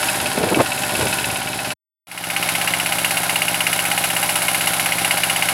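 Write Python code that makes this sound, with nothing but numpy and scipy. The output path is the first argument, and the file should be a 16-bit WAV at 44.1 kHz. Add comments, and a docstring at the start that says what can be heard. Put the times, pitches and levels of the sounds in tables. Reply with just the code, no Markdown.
"""A single-cylinder diesel walk-behind tractor tills a garden. First it moves away, heard from behind,
at about 17 firings a second, while wind buffets the microphone. Each cycle, combustion knocks the block,
gas pulses thud in the pipes, and piston, valves and gears clatter and hiss; meshing teeth whine.
After a short silence it fades in from the front, at about 16 firings a second, coming nearer."""
import sys
import numpy as np
from scipy import signal
from scipy.fft import rfft, irfft, next_fast_len
from scipy.io import wavfile
from scipy.ndimage import map_coordinates

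SR = 44100
rng = np.random.default_rng(int(sys.argv[2]) if len(sys.argv) > 2 else 0)


def wrap_up_sound(samples):
    """Save the sound to the file named by the first command line argument, as 16-bit audio."""
    columns = np.atleast_2d(samples).T
    # keep every value between -1 and 1, then stretch to whole-number steps
    tamed = np.clip(columns, -1, 1)
    steps = np.round(tamed * 32767).astype(np.int16)
    wavfile.write(sys.argv[1], SR, steps)


N = 243873
TIME_S = np.arange(N) / SR
AWAY_END_S, TOWARD_START_S = 1.738, 2.07
TOP_HZ = 15850

# Governed firing rate: (time [s], rate [Hz])
RATE_AWAY = [(0.0, 17.416), (0.44, 17.465), (0.87, 17.05), (1.3, 17.353), (1.74, 17.31)]
RATE_TOWARD = [(2.2, 16.082), (2.36, 15.952), (2.77, 16.215), (3.31, 16.043), (3.81, 16.216), (4.3, 15.696),
               (4.88, 16.051), (5.48, 15.807)]
# Hard and soft firings: (time [s], level over the usual knock [dB])
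ODD_FIRINGS = [(.14, -10.5), (.32, -8), (.54, 5.5), (.72, 4), (1.07, 1.5), (1.24, 2), (2.36, 3),
               (2.55, 1.5), (2.61, -2), (3.05, 4), (3.11, -1.5), (3.23, -5), (3.54, 2.5), (3.67, 0.5),
               (3.91, 1.5), (4.73, -4.5), (5.11, 3.5), (5.24, 2.5), (5.42, 3)]
# Engine exposure past the driver: (time [s], gain [dB])
EXPOSURE_REAR = [(0, 3), (.2, 1.1), (.44, -2.1), (.78, 0), (1.13, 1.9), (1.53, -4), (1.72, -3.5)]
# Block modes: (frequency [Hz], relative level [dB], t60 [s])
BLOCK_REAR = [(626, -37, .06), (746, -23, 0.044), (1470, -20.5, 0.036), (2285, -12.5, 0.033),
              (2550, 2.5, 0.017), (2579, 5, 0.018), (3030, -7, 0.011), (3800, -12.5, 0.011)]
BLOCK_FRONT = [(689, -34.5, 0.17), (795, -13, 0.048), (820, -16, 0.062), (1512, -10, 0.026),
               (1790, -7.5, 0.012), (2121, 1.5, 0.018), (2495, -1.5, 0.018), (2785, -3.5, 0.032),
               (2928, 1, 0.014), (3860, -19, .012), (4620, -11, 0.014), (7800, -9, 0.012)]
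# Intake and exhaust pulses: (phase [cycles], push + or suck - [relative])
PULSES_AWAY = [(.199, -0.36), (.48, 1), (0.761, 0.62)]
PULSES_TOWARD = [(0.279, -0.52), (.559, 0.87), (.842, 0.49)]
# Silencer and intake modes: (frequency [Hz], relative level [dB], t60 [s])
PIPES_REAR = [(137, -29.5, 0.09), (188.6, -32, 0.11), (262, -30.5, 0.093), (314, -30, 0.055),
              (378, -34.5, 0.052), (568, -37.5, 0.11)]
PIPES_FRONT = [(104, -45.5, 0.13), (133.3, -31.5, 0.078), (175.5, -24.5, 0.11), (245.8, -27, 0.059),
               (290, -30, 0.095), (320, -36.5, 0.049), (368, -38.5, 0.12), (547, -30.5, 0.091),
               (605, -35, .09)]
# Starts of the four piston strokes: (phase [cycles])
PHASES_AWAY, PHASES_TOWARD = [0, .23, .46, .77], [.015, .25, .505, .815]
# Burst per stroke, against the steady part: (clatter [dB], hiss [dB], power decay [cycles])
BURSTS_AWAY = [(4, 2, 0.2), (0, 10, 0.076), (-2, 3, 0.23), (2, 8.5, 0.06)]
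BURSTS_TOWARD = [(4, 8.5, 0.18), (-8, -4, 0.083), (1.5, 5, 0.1), (-4.5, 10.5, 0.033)]
# Noise spectra: (frequency [Hz], relative density [dB])
CLATTER_REAR = [(90, -15), (200, -7.5), (340, -7.5), (480, -11), (620, -3.5), (780, -5), (1000, -1),
                (1170, -11), (1500, -2.5), (2070, -7), (2620, -6.5), (3430, -9), (5000, -11.5), (7000, -21)]
CLATTER_FRONT = [(150, -32), (300, -14), (460, -17.5), (600, -5.5), (820, -3.5), (1150, -9), (1450, -3),
                 (1750, -6), (2200, -7), (2900, -6.5), (3300, -9), (4700, -11.5), (6000, -14.5),
                 (8500, -29.5)]
HISS_SPECTRUM = [(3530, -31.5), (6000, -20.5), (6350, -13.5), (7710, -8.5), (8470, -8), (9330, -6),
                 (10000, -2), (10500, 0.5), (15100, -18), (15800, -19)]
# Tin cover and guard resonances: (frequency [Hz], width [Hz], boost [dB])
COVERS_REAR = [(605, 38, 10), (798.5, 20, 13), (1440, 66, 5.5), (2280, 41, 1.5), (3900, 220, 3),
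               (5170, 170, 3.5)]
COVERS_FRONT = [(748, 8.3, 1.36), (791, 50, 7.8), (910, 13, 1), (1019, 52, 5.7), (1295, 22, 5.3),
                (2196, 54, 7.9), (3860, 133, 3.3), (4840, 67, 2.4)]
# Hiss from the front: (time [s], level [dB])
HISS_TOWARD = [(2.4, -27), (3.1, -25), (3.6, -25.5), (4.4, -23), (4.9, -24.8), (5.5, -25)]
# Gear tones: (meshings [1/cycle], level [dB])
GEARS_AWAY = [(44, -34)]
GEARS_TOWARD = [(38, -40), (44, -41.5), (49, -48.5)]
# Gusts: (time [s], half length [s], rumble [dB], flutter [dB])
GUSTS = [(.25, 0.033, -35, -30.5), (0.428, 0.039, -30, -20), (0.555, .04, -33, -19.5),
         (1.034, 0.037, -24, -24.5), (1.312, 0.022, -32, -40)]
# Hardest eddies: (time [s], level [dB], half length [s])
BUFFETS = [(0.381, -14.5, 0.0032), (0.441, -13, 0.0041), (0.526, -13, .007), (0.571, -15.5, .008),
           (.604, -9, 0.0085), (0.941, -25, 0.0088), (0.996, -20, 0.0048), (1.063, -24, .01)]


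def tractor_away(knock_shading=0.71, clatter_shading=.7, whine_db_per_s=-3):
    """From behind: driver and tiller hood shade the engine, hiss most; the whine sinks with distance."""
    cycles = crank(RATE_AWAY, firing_s=.0274)
    exposure_db, = curves(EXPOSURE_REAR)
    block = knock(cycles, BLOCK_REAR, attack_s=.0006, spread_s=.0015, chatter_db=-1.5)
    block *= amp(-11 + knock_shading * exposure_db)
    gas = thuds(cycles, PULSES_AWAY, PIPES_REAR, attack_s=0.00046, scatter_db=1.5)
    running = machinery(cycles, zip(PHASES_AWAY, BURSTS_AWAY), CLATTER_REAR, COVERS_REAR,
                        clatter_db=-24.5 + clatter_shading * exposure_db,
                        hiss_db=-28.3 + exposure_db, hiss_tilt_db=-13.5)
    gears = amp(whine_db_per_s * TIME_S) * whine(cycles, GEARS_AWAY, backlash_rad=0.2)
    return block + gas + running + gears


def tractor_toward(free_rate_hz=16.2, sag_db_per_hz=-2.5, approach_db_per_s=0.29):
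    """From the front: the bare engine grows slowly louder; dragged down by load, it knocks less."""
    cycles = crank(RATE_TOWARD, firing_s=2.1126)
    sag_hz = free_rate_hz - curves(RATE_TOWARD)[0]
    nearer_db = approach_db_per_s * (TIME_S - TOWARD_START_S)
    block = knock(cycles, BLOCK_FRONT, attack_s=0.00065, spread_s=0.0024, chatter_db=-4)
    block *= amp(-11.6 + nearer_db + sag_db_per_hz * sag_hz)
    gas = thuds(cycles, PULSES_TOWARD, PIPES_FRONT, attack_s=0.00088, scatter_db=0.94)
    running = machinery(cycles, zip(PHASES_TOWARD, BURSTS_TOWARD), CLATTER_FRONT, COVERS_FRONT,
                        clatter_db=-24 + nearer_db, hiss_db=curves(HISS_TOWARD)[0], hiss_tilt_db=0)
    return block + gas + running + whine(cycles, GEARS_TOWARD, backlash_rad=0.35)


def crank(rate, firing_s):
    """Cycle count, zero at firing_s; the cylinder fires at each integer."""
    cycles = np.cumsum(curves(rate)[0]) / SR
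    return cycles - np.interp(firing_s, TIME_S, cycles)


def knock(cycles, block, attack_s, spread_s, chatter_db, chatter_decay_s=.012):
    """Sudden combustion rings the block; the piston chatters on briefly."""
    blows = amp(hardness_db(cycles)) * impulses(cycles, scatter_db=.8)
    tail = np.exp(-np.arange(SR // 16) / SR / chatter_decay_s)
    chatter = signal.oaconvolve(blows, tail / np.linalg.norm(tail))[:N] * rng.standard_normal(N)
    modes = sum((-1) ** k * amp(db) * ring(hz, t60_s, attack_s)
                for k, (hz, db, t60_s) in enumerate(block))
    click = signal.oaconvolve(blows + amp(chatter_db) * chatter, modes)[:N]
    # Higher modes build up later: the click becomes a clack.
    lag_s = lambda f: np.interp(f, [1700, 3100], [0, spread_s])
    return filtered(click, lambda f: np.exp(-2j * np.pi * np.cumsum(lag_s(f)) * f[1]))


def hardness_db(cycles):
    """Knock gain: an odd firing affects its own cycle only."""
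    firing = np.round(cycles)
    return sum(db * (firing == np.round(np.interp(s, TIME_S, cycles))) for s, db in ODD_FIRINGS)


def thuds(cycles, pulses, pipes, attack_s, scatter_db):
    """Near-equal gas pulses ring the pipes, giving harmonics of the firing rate."""
    drive = sum(push * impulses(cycles - phase, scatter_db) for phase, push in pulses)
    modes = sum(amp(db) * ring(hz, t60_s, attack_s) for hz, db, t60_s in pipes)
    return signal.oaconvolve(drive, modes)[:N]


def machinery(cycles, strokes, spectrum, covers, clatter_db, hiss_db, hiss_tilt_db):
    """Piston, valves and gears: clatter coloured by tin covers, metallic hiss above."""
    clatter_gate, hiss_gate = bursts(cycles, strokes)
    tin = lambda f: amp(sum(db / (1 + (2 * (f - hz) / width_hz) ** 2) for hz, width_hz, db in covers))
    tilt = lambda f: amp(hiss_tilt_db * f / TOP_HZ)
    clatter = filtered(clatter_gate * rattle(grain_db=1), lambda f: colour(spectrum, f) * tin(f))
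    hiss = filtered(hiss_gate * rattle(grain_db=0.9), lambda f: colour(HISS_SPECTRUM, f) * tilt(f))
    return unit_rms(clatter) * amp(clatter_db) + unit_rms(hiss) * amp(hiss_db)


def bursts(cycles, strokes, rise_cycles=0.029, scatter_db=2.3):
    """Clatter and hiss envelopes: each stroke swells fast, then decays."""
    power = np.ones((2, N))
    for phase, (clatter_db, hiss_db, decay_cycles) in strokes:
        age = (cycles - phase) % 1
        shape = (1 - np.exp(-age / rise_cycles)) * np.exp(-age / decay_cycles)
        shape *= amp(scatter_db * wobble(16))
        power += 2 * amp([[clatter_db], [hiss_db]]) ** 2 * shape
    return [unit_rms(np.sqrt(p)) for p in power]


def rattle(grain_db):
    """Dense small impacts: noise in clumps of about 1 ms."""
    return rng.standard_normal(N) * amp(grain_db * wobble(900))


def whine(cycles, gears, backlash_rad, waver_db=2.0):
    """Teeth mesh in step with the crank; play unsettles level and phase."""
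    tones = np.zeros(N)
    for teeth, db in gears:
        waver = amp(waver_db * wobble(8.2))
        phase_rad = 2 * np.pi * round(teeth) * cycles + backlash_rad * wobble(11)
        tones += amp(db) * unit_rms(waver * np.sin(phase_rad))
    return tones


def wind(breeze_db=-42, rumble_hz=75, flutter_depth_db=3.0):
    """Gusts rumble and flutter on the microphone; the hardest eddies hit as short blasts."""
    rumble = unit_rms(filtered(rng.standard_normal(N),
                               lambda f: f / (f + 15) / (1 + (f / rumble_hz) ** 2)))
    flutter = unit_rms(eddies(edge_hz=530) * amp(flutter_depth_db * wobble(70)))
    air = amp(breeze_db) * rumble
    for time_s, half_s, rumble_db, flutter_db in GUSTS:
        air += swell(time_s, half_s) * (amp(rumble_db) * rumble + amp(flutter_db) * flutter)
    for time_s, db, half_s in BUFFETS:
        shape = swell(time_s, half_s)
        blast = eddies(edge_hz=400 + 3000 * amp(db) ** 2) * shape  # harder is brighter
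        air += amp(db) * unit_rms(blast) * np.sqrt(np.mean(shape ** 2))
    return air


def eddies(edge_hz, low_hz=290):
    """Band-limited turbulence at the microphone port."""
    band = lambda f: f / np.hypot(f, low_hz) / np.sqrt(1 + (f / edge_hz) ** 5)
    return unit_rms(filtered(rng.standard_normal(N), band))


def impulses(cycles, scatter_db):
    """One impulse per cycle, random in size."""
    hits = np.diff(np.floor(cycles), prepend=np.floor(cycles[0]))
    return hits * amp(scatter_db * rng.standard_normal(N))


def ring(hz, t60_s, attack_s):
    """Damped mode, soft onset."""
    t = np.arange(SR // 8) / SR
    return np.sin(2 * np.pi * hz * t) * np.exp(-np.log(1000) * t / t60_s) * (1 - np.exp(-t / attack_s))


def swell(time_s, half_s):
    """Gaussian envelope."""
    return np.exp(-.5 * ((TIME_S - time_s) / half_s) ** 2)


def wobble(rate_hz):
    """Smooth random curve with knots at rate_hz."""
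    return map_coordinates(rng.standard_normal(N // 8), [TIME_S * rate_hz], mode="wrap")


def curves(rows):
    """Each column after the time, interpolated per sample."""
    times_s, *columns = np.transpose(rows)
    return [np.interp(TIME_S, times_s, column) for column in columns]


def colour(points, hz):
    """Spectrum gain on a log frequency axis, steep beyond the ends."""
    knots_hz, db = np.transpose(points)
    skirts = np.minimum(1, hz / knots_hz[0]) ** 2 * np.minimum(1, knots_hz[-1] / (hz + 1)) ** 2
    return amp(np.interp(np.log(hz + 1), np.log(knots_hz), db)) * skirts


def filtered(x, response):
    """FFT filter; response takes Hz."""
    size = next_fast_len(N + SR // 2)
    return irfft(rfft(x, size) * response(np.fft.rfftfreq(size, 1 / SR)), size)[:N]


def amp(db):
    """Decibels to gain."""
    return 10 ** (np.asarray(db) / 20)


def unit_rms(x):
    """Scaled to rms 1."""
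    return x / np.sqrt(np.mean(x ** 2) + 1e-20)


def scene():
    """Rear view in wind, silence, front view fading in."""
    fade_out = np.clip((AWAY_END_S - TIME_S) / 0.012, 0, 1)
    fade_in = (TIME_S > TOWARD_START_S) * np.clip((TIME_S - 2.04) / 0.39, 0, 1)
    return (fade_out * (tractor_away() + wind()) + fade_in * tractor_toward())[None]


def record(dry, low_cut_hz=85, ceiling=.92):
    """Small microphone: bass cut, soft clipping of the hardest blasts, band limit."""
    thin = signal.sosfilt(signal.butter(3, low_cut_hz, "high", fs=SR, output="sos"), dry[0])
    rounded = thin / (1 + (thin / ceiling) ** 6) ** (1 / 6)
    return filtered(rounded, lambda hz: hz < TOP_HZ)[None]


dry = scene()
out = record(dry)
wrap_up_sound(out)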